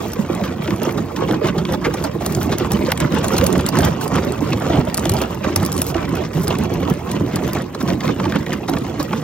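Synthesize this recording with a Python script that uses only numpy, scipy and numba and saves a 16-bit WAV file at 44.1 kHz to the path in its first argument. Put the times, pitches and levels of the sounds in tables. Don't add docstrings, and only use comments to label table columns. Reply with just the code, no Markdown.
import sys
import numpy as np
from scipy import signal
from scipy.fft import rfft, irfft
from scipy.io import wavfile
from scipy.ndimage import uniform_filter1d, map_coordinates
from numba import njit

SR = 44100
rng = np.random.default_rng(int(sys.argv[2]) if len(sys.argv) > 2 else 0)


def digitize_waveform(pressure):
    field = np.atleast_2d(pressure).T
    bounded = np.clip(field, -1, 1)
    quanta = np.round(bounded * 32767).astype(np.int16)
    wavfile.write(sys.argv[1], SR, quanta)


N = 407043

# peak_s, level_db, length_s, pitch_hz, shard_re_plate_db, shard_pitch_hz
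PLATE_CRACKS = [(0.4405, -21.5, 0.009, 1220, -8, 3120), (0.679, -24.5, 0.011, 1900, 0, 2670),
                (0.7083, -18.5, 0.0033, 1220, -8, 3430), (0.8544, -22, 0.011, 900, -6, 5840),
                (0.8945, -21, 0.0059, 1220, -14, 2020), (0.9819, -23, 0.017, 890, -9, 3700),
                (1.164, -21.5, 0.0037, 1980, -3, 3480), (1.2898, -23, 0.012, 980, -5, 2090),
                (1.3113, -18.5, 0.0033, 1360, -2, 3220), (1.3444, -22.5, 0.0097, 945, -19, 1910),
                (1.4487, -24, 0.013, 1300, -2, 2300), (1.4895, -20.5, 0.012, 1180, -4, 1920),
                (1.5863, -21.5, 0.013, 930, -3, 3270), (1.6526, -17, 0.0022, 2240, -14, 3830),
                (1.742, -19.5, 0.016, 850, -8, 3500), (1.8537, -16.5, 0.019, 1250, -5, 2090),
                (1.944, -21.5, 0.014, 850, -9, 5600), (2.0466, -22.5, 0.013, 1195, -2, 4430),
                (2.2649, -21, 0.0055, 850, -1, 4800), (2.4187, -23.5, 0.014, 1110, -5, 2830),
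                (2.5274, -19, 0.019, 1140, -3.5, 3400), (2.648, -14, 0.0012, 830, -18, 3140),
                (2.7234, -25, 0.016, 850, -4, 5530), (2.909, -24, 0.0093, 870, -20, 2300),
                (2.921, -7.5, 0.00167, 1480, -6, 2100), (2.977, -24, 0.0032, 1700, -15, 5500),
                (3.1715, -20.5, 0.018, 834, -16, 2400), (3.2461, -21, 0.013, 1060, -6, 5750),
                (3.3393, -20.5, 0.013, 960, -1, 5400), (3.3687, -15, 0.004, 840, -1, 4250),
                (3.3841, -13.5, 0.0023, 3700, 0.0, 5300), (3.413, -12.5, 0.0022, 1620, 3, 2800),
                (3.467, -21, 0.0076, 900, -7, 5700), (3.5558, -18, 0.0055, 1200, -25, 1910),
                (3.5969, -18, 0.0091, 865, -8, 2510), (3.6898, -18, 0.0025, 860, 0.0, 4800),
                (3.7552, -14.5, 0.0035, 860, -10, 5300), (3.7735, -13.5, 0.0053, 860, -8, 4270),
                (3.8334, -16, 0.0016, 2380, -7, 3140), (3.8493, -20, 0.016, 955, -1, 5700),
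                (3.8748, -21, 0.014, 895, -12.0, 3000), (4.126, -25, 0.003, 1090, -13, 2400),
                (4.1825, -18.5, 0.014, 1050, -22, 2550), (4.533, -16, 0.0061, 1084, -4, 2570),
                (4.703, -35, 0.0026, 1000, -4, 2720), (4.9812, -17.5, 0.0042, 1300, -6, 5770),
                (5.057, -12, 0.0026, 835, -1, 3000), (5.0953, -18, 0.0029, 860, 3, 5900),
                (5.1693, -25, 0.01, 860, 6, 4900), (5.2201, -19, 0.0031, 890, -3.0, 4300),
                (5.4462, -18, 0.013, 830, -16, 2560), (5.5635, -18.5, 0.0074, 860, -8, 5770),
                (5.6271, -20.5, 0.015, 840, -16, 4680), (5.819, -23, 0.0032, 840, -4, 5760),
                (5.946, -21.5, 0.005, 1500, -3, 2520), (6.473, -23, 0.0039, 2800, 5, 4830),
                (6.5074, -19.5, 0.0089, 880, -5, 2640), (6.833, -24, 0.012, 1100, -3, 2230),
                (7.3661, -21, 0.0076, 1050, -14, 4300), (7.534, -28, 0.0024, 1520, -14, 4530),
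                (7.7494, -19.5, 0.005, 940, -5, 4040), (7.8117, -22, 0.01, 1250, -6, 3570),
                (7.8875, -22, 0.012, 920, -5, 5740), (7.9033, -17.5, 0.0028, 2190, -4, 3030),
                (8.009, -22.5, 0.0079, 1500, 5, 2080), (8.037, -25, 0.0019, 1220, -10, 2200),
                (8.0798, -14.5, 0.0015, 1550, -10, 2080), (8.0928, -22.5, 0.013, 1150, -12.0, 2200),
                (8.2014, -17.5, 0.0073, 970, -20, 2050), (8.243, -20, 0.0024, 1100, -4, 2000),
                (8.2566, -17, 0.008, 860, -12, 2960), (8.3233, -14, 0.0017, 1700, -11, 3760),
                (8.3621, -15, 0.0045, 1030, -16, 1920), (8.4662, -24.5, 0.0051, 1230, 6, 2170),
                (8.484, -27, 0.0023, 1100, -12, 2330), (8.533, -22.5, 0.0097, 1770, -2, 4860),
                (8.6866, -19, 0.013, 960, -5.5, 3720), (8.7379, -19, 0.0062, 1040, -8, 2720),
                (8.7719, -20.5, 0.0081, 1200, -18, 2420), (9.0027, -19.5, 0.012, 1133, -4, 3980),
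                (9.133, -14, 0.0065, 1120, -21, 1870)]
# peak_s, level_db, length_s, pitch_hz
HULL_KNOCKS = [(0.17, -17.5, 0.009, 464), (0.199, -10, 0.014, 209), (0.304, -10, 0.0069, 345),
               (0.34, -24, 0.006, 656), (0.428, -12, 0.013, 194), (0.603, -11, 0.0072, 187),
               (0.689, -13, 0.0081, 329), (0.824, -13, 0.0049, 470), (0.873, -20, 0.0045, 640),
               (0.877, -9.5, 0.0052, 338), (1.005, -14, 0.0109, 210), (1.207, -17, 0.018, 360),
               (1.221, -19, 0.0025, 610), (1.226, -8.5, 0.0033, 436), (1.314, -12.5, 0.014, 301),
               (1.338, -12, 0.006, 390), (1.424, -12.5, 0.012, 443), (1.449, -13.5, 0.014, 353),
               (1.447, -23, 0.0065, 570), (1.553, -19, 0.01, 459), (1.701, -22, 0.01, 488),
               (1.885, -14, 0.0094, 460), (1.571, -13, 0.0065, 360), (1.581, -11.5, 0.012, 168),
               (1.704, -18, 0.029, 347), (1.731, -21, 0.014, 143), (1.871, -7.5, 0.0037, 328),
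               (2.159, -14.5, 0.0066, 357), (2.388, -16, 0.025, 352), (2.479, -14, 0.0093, 266),
               (2.524, -15, 0.0058, 378), (2.617, -13, 0.012, 350), (2.749, -12, 0.011, 210),
               (2.885, -12, 0.0045, 480), (2.924, -25, 0.0046, 560), (3.056, -9.5, 0.0058, 253),
               (3.058, -13.5, 0.016, 144), (3.141, -10, 0.0075, 286), (3.178, -15, 0.012, 430),
               (3.252, -21, 0.0059, 574), (3.348, -12.5, 0.0077, 335), (3.402, -13, 0.016, 91),
               (3.426, -8, 0.0069, 270), (3.431, -14, 0.0083, 510), (3.552, -18, 0.0089, 174),
               (3.593, -16, 0.015, 88), (3.654, -11, 0.0074, 220), (3.784, -15, 0.013, 141),
               (3.787, -20, 0.018, 254), (3.792, -12, 0.006, 710), (3.795, -12, 0.007, 402),
               (3.805, -8, 0.0052, 265), (3.817, -10.5, 0.018, 87), (3.842, -13, 0.0083, 256),
               (3.866, -14, 0.0061, 680), (3.866, -12, 0.0164, 98), (3.884, -19, 0.0129, 338),
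               (4.178, -14, 0.016, 166), (4.276, -11.5, 0.0058, 274), (4.429, -9.5, 0.0067, 280),
               (4.535, -9.5, 0.0072, 233), (4.561, -16.5, 0.0053, 343), (4.622, -24, 0.0079, 632),
               (4.706, -14, 0.0032, 600), (4.709, -12, 0.0061, 283), (4.749, -14.5, 0.017, 289),
               (4.792, -8, 0.0074, 173), (5.056, -15, 0.0042, 637), (5.063, -17, 0.015, 310),
               (5.115, -11.5, 0.013, 103), (5.135, -18, 0.0086, 176), (5.224, -17, 0.0095, 296),
               (5.476, -12, 0.0065, 294), (5.586, -14.5, 0.032, 98), (5.636, -12.5, 0.015, 174),
               (5.795, -11.5, 0.0053, 250), (5.953, -20.5, 0.018, 88), (5.965, -13.5, 0.018, 341),
               (5.995, -17.5, 0.008, 743), (6.096, -13.5, 0.0069, 281), (6.15, -13, 0.01, 180),
               (6.358, -11.5, 0.013, 156), (6.392, -13.5, 0.025, 174), (6.454, -17, 0.0086, 402),
               (6.51, -16, 0.007, 560), (6.608, -15, 0.025, 222), (6.735, -17.5, 0.0058, 350),
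               (6.832, -15, 0.0064, 440), (6.918, -9, 0.0073, 181), (7.157, -20, 0.025, 280),
               (7.172, -21, 0.0062, 580), (7.175, -17, 0.0093, 186), (7.211, -13.5, 0.009, 190),
               (7.214, -9, 0.0054, 340), (7.35, -17, 0.0085, 345), (7.364, -13, 0.011, 170),
               (7.596, -17, 0.0096, 242), (7.84, -12.5, 0.0077, 206), (7.895, -19, 0.007, 650),
               (7.924, -14, 0.018, 327), (8.099, -11, 0.0042, 454), (8.216, -18.5, 0.0065, 527),
               (8.499, -23, 0.0069, 700), (8.359, -15, 0.014, 200), (8.69, -14.5, 0.006, 723),
               (8.699, -13, 0.0057, 294), (8.764, -15, 0.012, 196), (9.0, -17.5, 0.015, 293),
               (9.148, -15, 0.011, 212)]
# peak_s, level_db, pitch_hz
SHARD_SNAPS = [(0.134, -20.5, 12100), (0.832, -21, 10600), (1.941, -22, 8040), (2.04, -23, 9290),
               (2.263, -14, 9700), (2.35, -19, 6650), (2.584, -16.5, 12800), (2.719, -14, 10600),
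               (2.919, -11.5, 11500), (2.976, -21, 7850), (3.003, -16.5, 8600), (3.245, -18.5, 7840),
               (3.283, -16.5, 8750), (3.381, -13.5, 8800), (3.441, -16, 13400), (3.466, -10, 9000),
               (3.528, -18, 8200), (3.609, -23, 9700), (3.664, -15, 8340), (3.689, -14, 11700),
               (3.788, -13.5, 9100), (3.808, -21, 11900), (3.85, -14.5, 10000), (4.079, -22, 9700),
               (4.322, -23, 8800), (4.944, -13.5, 9000), (4.972, -20, 10300), (4.977, -13.5, 9200),
               (4.995, -21, 7650), (5.055, -21, 7140), (5.095, -10.5, 8950), (5.138, -18.5, 11400),
               (5.217, -18, 12310), (5.561, -5, 11700), (5.651, -18, 10600), (5.662, -16, 12800),
               (5.719, -20.5, 8300), (5.727, -18, 11000), (5.766, -23, 9100), (5.818, -9, 10800),
               (5.867, -20, 11200), (6.154, -24, 12300), (6.48, -14, 10400), (6.587, -22.5, 9800),
               (6.9, -22, 12700), (7.115, -20, 8500), (7.359, -16.5, 9750), (7.533, -18.5, 12200),
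               (8.696, -21, 11700)]
# peak_s, level_db, length_s, pitch_hz
EDGE_SCRAPES = [(0.463, -33, .02, 1120), (0.654, -37.5, 0.0081, 3620), (1.278, -36, 0.01, 3040),
                (1.335, -29, .016, 1550), (1.479, -33, 0.013, 3730), (2.824, -32, 0.015, 2410),
                (2.86, -33, .014, 4360), (3.047, -21.5, .01, 1190), (3.191, -37, 0.016, 2930),
                (3.306, -21, 0.0062, 1200), (3.839, -28.5, .022, 3400), (4.525, -24, .01, 2600),
                (4.726, -33, 0.024, 3300), (4.761, -34, .05, 895), (5.44, -33, 0.016, 2560),
                (5.982, -35, 0.047, 1000), (6.507, -31.5, 0.01, 2920), (8.343, -30, 0.03, 1750),
                (8.465, -27, .008, 2100), (8.522, -25, 0.0067, 2100)]
# pitch_ratio, level_db
PLATE_MODES = [(.78, -10.5), (1, 3.5), (1.36, 0), (1.9, -8.5)]
# freq_hz, gain_db
CRUNCH_COLOUR = [(200, -34), (400, -2.5), (600, -1.5), (1000, -0.5), (1400, -4), (1800, -8), (2600, -7.5),
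                 (4500, -12.5), (8000, -11.5), (16000, -106)]
# freq_hz, gain_db
SPLINTER_COLOUR = [(1500, -25), (3500, -8), (6000, -3), (8300, 3.5), (10500, -6), (12800, 6.5), (16000, -2)]
# freq_hz, width_hz, level_db
HULL_MODES = [(87.8, 53, -1.5), (144, 42, -0.5), (177.7, 40, 0), (224.3, 45, -1.5), (288.3, 50, -2),
              (351.8, 36.4, -2.5), (477, 127, -5)]
# time_s, lowest_mode_lift_db
LEAN_LIFT = [(0, 2), (1.3, -5), (2.1, 2), (3.7, 0), (4.3, 1), (6.7, 3), (7.7, -2)]
# start_s, length_s, hull_level_db, crumbs_level_db, splinters_level_db
SHEET_SHOVES = [(-0.004, 0.097, -30.5, -40, -39), (0.176, 0.053, -30.5, -37, -44),
                (0.284, 0.086, -26, -30.5, -47.5), (0.375, 0.149, -26.5, -30.5, -50),
                (0.611, 0.041, -28.5, -30, -40.5), (0.69, 0.05, -19.5, -30.5, -45.5),
                (0.775, 0.02, -26, -34, -44), (0.81, 0.107, -24, -29.5, -44),
                (0.938, 0.086, -20.5, -35, -48), (1.157, 0.087, -23, -29, -47.5),
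                (1.273, 0.091, -17.5, -30, -50.5), (1.423, 0.077, -20.5, -24.5, -49.5),
                (1.545, 0.079, -20, -31, -52), (1.673, 0.074, -18.5, -29, -44.5),
                (1.809, 0.131, -23.5, -33, -49), (1.962, 0.105, -23.5, -30.5, -43),
                (2.124, 0.041, -19.5, -35.5, -47.5), (2.198, 0.12, -22, -30.5, -39),
                (2.32, 0.142, -20, -32.5, -40), (2.484, 0.04, -19, -28, -40.5),
                (2.572, 0.094, -21.5, -26, -44.5), (2.698, 0.076, -20, -24.5, -45.5),
                (2.771, 0.069, -21.5, -33, -43), (2.847, 0.066, -23.5, -25.5, -46),
                (2.991, 0.059, -20, -23.5, -44), (3.101, 0.099, -18.5, -24, -48.5),
                (3.224, 0.092, -24.5, -27.5, -39), (3.312, 0.187, -20.5, -26, -38.5),
                (3.498, 0.079, -15, -35.5, -45.5), (3.651, 0.038, -29, -28.5, -41),
                (3.715, 0.17, -17.5, -25, -44), (4.006, 0.038, -27, -30.5, -30),
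                (4.107, 0.087, -19, -25.5, -46), (4.219, 0.134, -24, -31.5, -51),
                (4.396, 0.088, -24.5, -31, -47), (4.47, 0.107, -20.5, -34, -48.5),
                (4.601, 0.083, -25.5, -27, -46.5), (4.689, 0.114, -19.5, -24.5, -44),
                (4.864, 0.026, -28, -25, -44.5), (4.973, 0.183, -23, -29.5, -41.5),
                (5.157, 0.08, -25.5, -27.5, -37.5), (5.3, 0.036, -24, -30, -44),
                (5.421, 0.111, -24, -28.5, -49), (5.55, 0.155, -24, -28, -44),
                (5.732, 0.176, -25, -32.5, -34.5), (5.949, 0.106, -25, -27.5, -48.5),
                (6.07, 0.183, -23.5, -28, -52.5), (6.327, 0.124, -22, -31.5, -37),
                (6.461, 0.095, -20.5, -27.5, -43.5), (6.575, 0.078, -21.5, -28.5, -47.5),
                (6.692, 0.17, -22, -30, -47.5), (6.871, 0.038, -22.5, -27, -45),
                (7.081, 0.091, -23.5, -30, -47), (7.183, 0.055, -18.5, -41, -54),
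                (7.316, 0.178, -22.5, -32, -47.5), (7.533, 0.063, -19.5, -26, -43),
                (7.797, 0.015, -21, -28.5, -37), (7.852, 0.09, -18, -27.5, -45.5),
                (8.025, 0.082, -20, -26, -44), (8.176, 0.12, -20, -32.5, -51.5),
                (8.293, 0.108, -20.5, -27, -50.5), (8.454, 0.099, -21.5, -31, -49),
                (8.677, 0.112, -22, -36, -49.5), (8.797, 0.111, -24, -32.5, -49),
                (8.972, 0.079, -25, -31.5, -44), (9.074, 0.156, -24.5, -33, -45.5)]
# time_s, level_db
EDGE_DRAG = [(0.0, -26), (1.1, -27.5), (2.2, -29.0), (3.4, -23.5), (3.95, -23.5), (4.9, -24.5), (5.8, -27),
             (6.3, -28), (7.55, -24.5), (7.68, -31.5), (7.9, -26), (9.23, -28.5)]
# freq_hz, left_lead_rad
PORT_LEAD = [(340, 0), (860, .5), (1550, .1), (2500, .7), (4800, 1.6), (6500, 1.9), (8200, 2.9),
             (11300, 3.35), (13500, 4.3), (15500, 4.9)]
# freq_hz, left_minus_right_db
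PORT_LEVEL = [(60, -1), (110, -1.6), (200, -3.7), (380, -5.3), (620, -6), (1290, -1), (2400, -1), (8000, 0)]
# freq_hz, scattered_re_direct_db
PORT_SCATTER = [(60, -25), (150, -19), (300, -12), (600, -1), (1200, -8), (2500, -5), (5000, -2),
                (8500, -12), (11000, -13), (14000, 0)]

CLICKS_PER_S, GRIT_DB, BREAK_DB = 3500, -15, 4
PLATE_SPREAD_OCTAVES = 0.1
SHARD_Q, SHARD_EDGE_DB, SHARD_EDGE_WIDTH_RATIO = 16, 4, 1
CHIP_S, CHIP_SHARD_DB, CHIP_SHARD_RATIO = .003, -3, 2.3
THUD_LAG_S = 0.00304
ICE_TRAVEL_MEAN_S, HULL_TRAVEL_S = .003, .006
SOFT_KNOCK_S = 0.01028
GURGLE_SHARE, CONTACT_DB = .12, -14
SNAP_S = 0.0029
SCRAPE_Q, SCRAPE_SLIPS_PER_S, SCRAPE_SAG_OCTAVES = 6, 1500, .1
CLUMPS_PER_S, CLUMP_RMS_DB = 35, 2.0
HULL_DRIFT_SHARE, HULL_DRIFT_PER_S = 0.0407, 4
HULL_ATTACK_S, HULL_RELEASE_S = .025, 0.043
ICE_ATTACK_S, ICE_RELEASE_S = .009, .012
CRUMBS_RE_DRAG_DB, SPLINTERS_RE_DRAG_DB = -7, -23.5
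TOP_HZ = 15850


def cracks(crush_db, gain_db=-3.0, lead=.7, thud_db=-10, thud_ratio=0.45):
    out = np.zeros(N)
    small = lesser(crush_db, above_db=0.5, spread_db=1, hz=1540, octaves=0.81, count=110)
    chips = [(s, db, CHIP_S, hz, CHIP_SHARD_DB, CHIP_SHARD_RATIO * hz) for s, db, hz in small]
    for peak_s, db, length_s, hz, shard_db, shard_hz in list(PLATE_CRACKS) + chips:
        crack = fracture(length_s, hz, shard_db, shard_hz, plate_q=11, breadth=.85)
        travel_s = ICE_TRAVEL_MEAN_S * (.5 + rng.random())
        crack, late_s = bend(crack, travel_s, np.sqrt(hz * shard_hz))
        start_s = peak_s - lead * length_s - late_s
        add(out, crack, start_s, db + gain_db, length_s)
        thud_hz = thud_ratio * hz
        thud = ring(ring(crack, thud_hz, thud_hz / 2), thud_hz, thud_hz / 3)
        add(out, thud, start_s + THUD_LAG_S, db + thud_db, length_s)
    return out


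def fracture(length_s, hz, shard_db, shard_hz, plate_q, breadth, size=3072):
    age = np.arange(size) / SR / max(length_s, .0005)
    swell = age ** 2 * np.exp(-np.pi * age)
    swarm = (rng.random(size) < CLICKS_PER_S / SR) + amp(GRIT_DB)
    clicks = swarm * rng.standard_normal(size) * swell / swell.max()
    clicks[np.argmax(swell)] += amp(BREAK_DB)

    body = ring(ring(clicks, hz, hz * breadth), hz, 2 * hz * breadth)
    spread = 2 ** (PLATE_SPREAD_OCTAVES * rng.standard_normal(len(PLATE_MODES)))
    mode_hz = hz * np.array(PLATE_MODES)[:, 0] * spread
    plate = sum(amp(db) * unit(ring(clicks, f, f / plate_q)) for f, (_, db) in zip(mode_hz, PLATE_MODES))

    shard_tone = unit(ring(clicks, shard_hz, shard_hz / SHARD_Q))
    shard_edge = unit(ring(clicks, shard_hz, SHARD_EDGE_WIDTH_RATIO * shard_hz))
    shard = shard_tone + amp(SHARD_EDGE_DB) * shard_edge
    return unit(unit(body) + unit(plate)) + amp(shard_db) * unit(shard)


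def knocks(push_db, gain_db=-2.5, lead=.7, rattle_db=-14, size=4096):
    out, t = np.zeros(N), np.arange(size) / SR
    lesser_knocks = lesser(push_db, above_db=-3.5, spread_db=2, hz=260, octaves=0.9, count=30)
    soft = [(s, db, SOFT_KNOCK_S, hz) for s, db, hz in lesser_knocks]
    for peak_s, db, length_s, hz in list(HULL_KNOCKS) + soft:
        age = t / (length_s * 0.5)
        glide = GURGLE_SHARE * rng.uniform(-1.06, 1)
        pitch_hz = hz * (1 + glide * np.tanh(age / 2 - .7))
        tone = np.sin(2 * np.pi * np.cumsum(pitch_hz) / SR)
        rattle = ring(ring(rng.standard_normal(size), 1.54 * hz, 2 * hz), 1.54 * hz, 2 * hz)
        body = (unit(tone) + amp(rattle_db) * unit(rattle)) * age * np.exp(-age)
        click = 1. * (t == t[np.argmax(age > .5)])
        contact = ring(ring(click, 2 * hz, hz), 2 * hz, 2 * hz)
        knock, late_s = bend(unit(body) + amp(CONTACT_DB) * unit(contact), HULL_TRAVEL_S, hz)
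        add(out, knock, peak_s - lead * length_s - late_s, db + gain_db, length_s)
    return out


def snaps(slide_db, gain_db=1.0, lead=0.6, top_hz=13500):
    out = np.zeros(N)
    tiny = lesser(np.minimum(slide_db, -38), above_db=19.5, spread_db=2.0, hz=10340, octaves=0.39, count=36)
    for peak_s, db, hz in list(SHARD_SNAPS) + tiny:
        snap = fracture(SNAP_S, hz, shard_db=-8, shard_hz=hz / 2, plate_q=24, breadth=.55)
        add(out, snap, peak_s - lead * SNAP_S, db + gain_db, SNAP_S)
    return signal.sosfilt(signal.butter(2, top_hz, fs=SR, output="sos"), out)


def scrapes(gain_db=0.0, overtone_db=-12, overtone_ratio=1.37, size=6144):
    out = np.zeros(N)
    for peak_s, db, length_s, hz in EDGE_SCRAPES:
        age = np.arange(size) / SR / length_s
        slips = (rng.random(size) < SCRAPE_SLIPS_PER_S / SR) + amp(2 * GRIT_DB)
        slips = slips * rng.standard_normal(size) * age ** 2 * np.exp(-np.pi * age)
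        piece, overtone = (unit(ring(ring(slips, f, f / SCRAPE_Q), f, f / 2))
                           for f in (hz, overtone_ratio * hz))
        place = np.cumsum(2 ** (-SCRAPE_SAG_OCTAVES * np.tanh(age - 2 / np.pi)))
        sound = map_coordinates(piece + amp(overtone_db) * overtone, [place])
        add(out, sound, peak_s - length_s * 2 / np.pi, db + gain_db, length_s)
    return out


def crunch(crush_db, gain_db=0.0):
    crumbs = grains(per_s=2200, low_hz=300, high_hz=9000, cycles=1.2, spread_db=3)
    crumbs = crumbs * stutter(per_s=110, depth_db=2.0)
    bands_hz = 400 * 2 ** np.arange(0, 4.6, .75)
    crumbs = sum(ring(crumbs, hz, hz / 2) * amp(CLUMP_RMS_DB * walk(CLUMPS_PER_S)) for hz in bands_hz)
    bubbles = grains(per_s=200, low_hz=400, high_hz=2500, cycles=4, spread_db=3)
    flakes = grains(per_s=160, low_hz=1800, high_hz=4800, cycles=8, spread_db=3)
    mix = unit(crumbs) + amp(-9.5) * bubbles + amp(-10) * flakes
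    return unit(shaped(mix, amp(on_bins(CRUNCH_COLOUR)))) * amp(crush_db + gain_db)


def splinters(slide_db, gain_db=2.0):
    fizz = grains(per_s=5000, low_hz=2500, high_hz=16000, cycles=2.5, spread_db=4)
    fizz = fizz * stutter(per_s=130, depth_db=2.2)
    return unit(shaped(fizz, amp(on_bins(SPLINTER_COLOUR)))) * amp(slide_db + gain_db)


def hull(push_db, lean_db, gain_db=-0.05, cut_hz=55):
    modes = []
    for hz, width_hz, db in HULL_MODES:
        judder = grains(per_s=400, low_hz=hz / 2, high_hz=hz * 2, cycles=0.58, spread_db=1.5)
        modes.append(amp(db) * unit(ring(judder, hz, width_hz)))
    drum = waver(modes[0] * amp(lean_db) + sum(modes[1:]), HULL_DRIFT_SHARE, HULL_DRIFT_PER_S)
    drum = signal.sosfilt(signal.butter(3, cut_hz, "high", fs=SR, output="sos"), drum)
    return unit(drum) * amp(push_db + gain_db)


def effort(column, drag_db, attack_s, release_s):
    t = np.arange(0, N, 32) / SR
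    power = amp(np.interp(t, *np.transpose(EDGE_DRAG)) + drag_db) ** 2
    for start_s, length_s, *levels_db in SHEET_SHOVES:
        age_s = t - start_s
        fade = np.exp(-np.clip((age_s - length_s) / release_s, 0, 20))
        shape = np.clip(age_s / attack_s, 0, 1) * fade
        power = power + (amp(levels_db[column]) * shape) ** 2
    return np.interp(np.arange(N) / SR, t, 10 * np.log10(power))


def lesser(level_db, above_db, spread_db, hz, octaves, count):
    when, size, pitch = rng.random((count, 3)).T
    odds = np.cumsum(amp(level_db / 2))
    at = np.searchsorted(odds, (np.arange(count) + when) / count * odds[-1]).clip(0, N - 1)
    event_db = level_db[at] + above_db + abs(spread_db) * (2 * size - 1)
    return list(zip(at / SR, event_db, hz * 2 ** (octaves * (2 * pitch - 1))))


def grains(per_s, low_hz, high_hz, cycles, spread_db):
    when, pitch, damping, size = rng.random((int(per_s * N / SR), 4)).T
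    size_db = spread_db * np.minimum(-np.log(1 - size), 4)
    hz = low_hz * (high_hz / low_hz) ** pitch
    return unit(ping(when * N, hz, cycles * 2 ** (2 * damping - 1), amp(size_db)))


@njit
def ping(start, hz, cycles, size):
    out = np.zeros(N)
    for k in range(len(start)):
        life = cycles[k] * SR / hz[k]
        pole = np.exp(2j * np.pi * hz[k] / SR - 1 / life)
        z = size[k] / np.sqrt(life) + 0j
        for i in range(int(start[k]), min(N, int(start[k] + 6 * life))):
            out[i] += z.imag
            z *= pole
    return out


def stutter(per_s, depth_db):
    step = np.cumsum(rng.random(N) < per_s / SR)
    level = uniform_filter1d(rng.standard_normal(N)[step], size=60)
    return unit(amp(depth_db * level))


def walk(per_s):
    step = int(SR / per_s)
    drift = np.repeat(rng.standard_normal(N // step + 1), step)
    drift = uniform_filter1d(uniform_filter1d(drift, step), step)
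    return unit(drift[:N])


def waver(x, share, per_s):
    late = share * SR / (np.pi * per_s) * walk(per_s)
    return map_coordinates(x, [np.arange(N) - late], order=1, mode="mirror")


def bend(x, travel_s, hz):
    size = 2 * len(x)
    khz = np.arange(size // 2 + 1) * SR / size / 1000
    turns = 2 * travel_s * 1000 * np.sqrt(khz)
    chirp = irfft(rfft(x, size) * np.exp(-2j * np.pi * turns))
    return chirp, travel_s * np.sqrt(1000 / hz)


def ring(x, hz, width_hz):
    hz = min(hz, .45 * SR)
    return signal.lfilter(*signal.iirpeak(hz, hz / min(width_hz, SR / 4), fs=SR), x)


def on_bins(points):
    hz, value = np.transpose(points)
    return np.interp(np.log(np.arange(N // 2 + 1) * SR / N + 1), np.log(hz), value)


def shaped(x, gain, order=2048):
    taps = np.roll(irfft(gain), order // 2)[:order] * np.hanning(order)
    return signal.oaconvolve(x, taps)[order // 2:order // 2 + N]


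def add(track, sound, start_s, db, length_s):
    sound = sound * amp(db) * np.sqrt(length_s * SR / (np.sum(sound ** 2) + 1e-18))
    at = int(start_s * SR) + np.arange(len(sound))
    inside = (at >= 0) & (at < N)
    track[at[inside]] += sound[inside]


def amp(db):
    return 10 ** (np.asarray(db) / 20)


def unit(x):
    return x / np.sqrt(np.mean(x ** 2) + 1e-18)


def ports(x, echo_db, scatter_s=0.0083, wander_per_s=35, size=1500, count=5):
    lead_rad, balance_db = on_bins(PORT_LEAD), on_bins(PORT_LEVEL)
    share = amp(on_bins(PORT_SCATTER) + echo_db)
    out = []
    for sign in (1, -1):
        tails = rng.standard_normal((count, size)) * np.exp(-np.arange(size) / SR / scatter_s)
        scattered = sum(signal.oaconvolve(x * walk(wander_per_s), tail)[:N] for tail in tails)
        scattered = scattered / np.linalg.norm(tails)
        gain = amp(sign * balance_db / 2) / np.sqrt(1 + share ** 2)
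        direct = shaped(x, gain * np.exp(.5j * sign * lead_rad))
        out.append(direct + shaped(scattered, gain * share))
    return np.array(out)


def scene():
    push_db = effort(0, 0, HULL_ATTACK_S, HULL_RELEASE_S)
    crush_db = effort(1, CRUMBS_RE_DRAG_DB, ICE_ATTACK_S, ICE_RELEASE_S)
    slide_db = effort(2, SPLINTERS_RE_DRAG_DB, ICE_ATTACK_S, ICE_RELEASE_S)
    lean_db = np.interp(np.arange(N) / SR, *np.transpose(LEAN_LIFT))
    breaking = cracks(crush_db) + snaps(slide_db) + scrapes() + splinters(slide_db)
    grinding = knocks(push_db) + crunch(crush_db) + hull(push_db, lean_db)
    return ports(breaking, echo_db=-5.5) + ports(grinding, echo_db=3.0)


def record(dry):
    thinned = signal.sosfilt(signal.butter(2, 35, "high", fs=SR, output="sos"), dry)
    clipped = np.clip(thinned, -.75, .75)
    return signal.sosfilt(signal.ellip(8, .2, 70, TOP_HZ, fs=SR, output="sos"), clipped)


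dry = scene()
out = record(dry)
digitize_waveform(out)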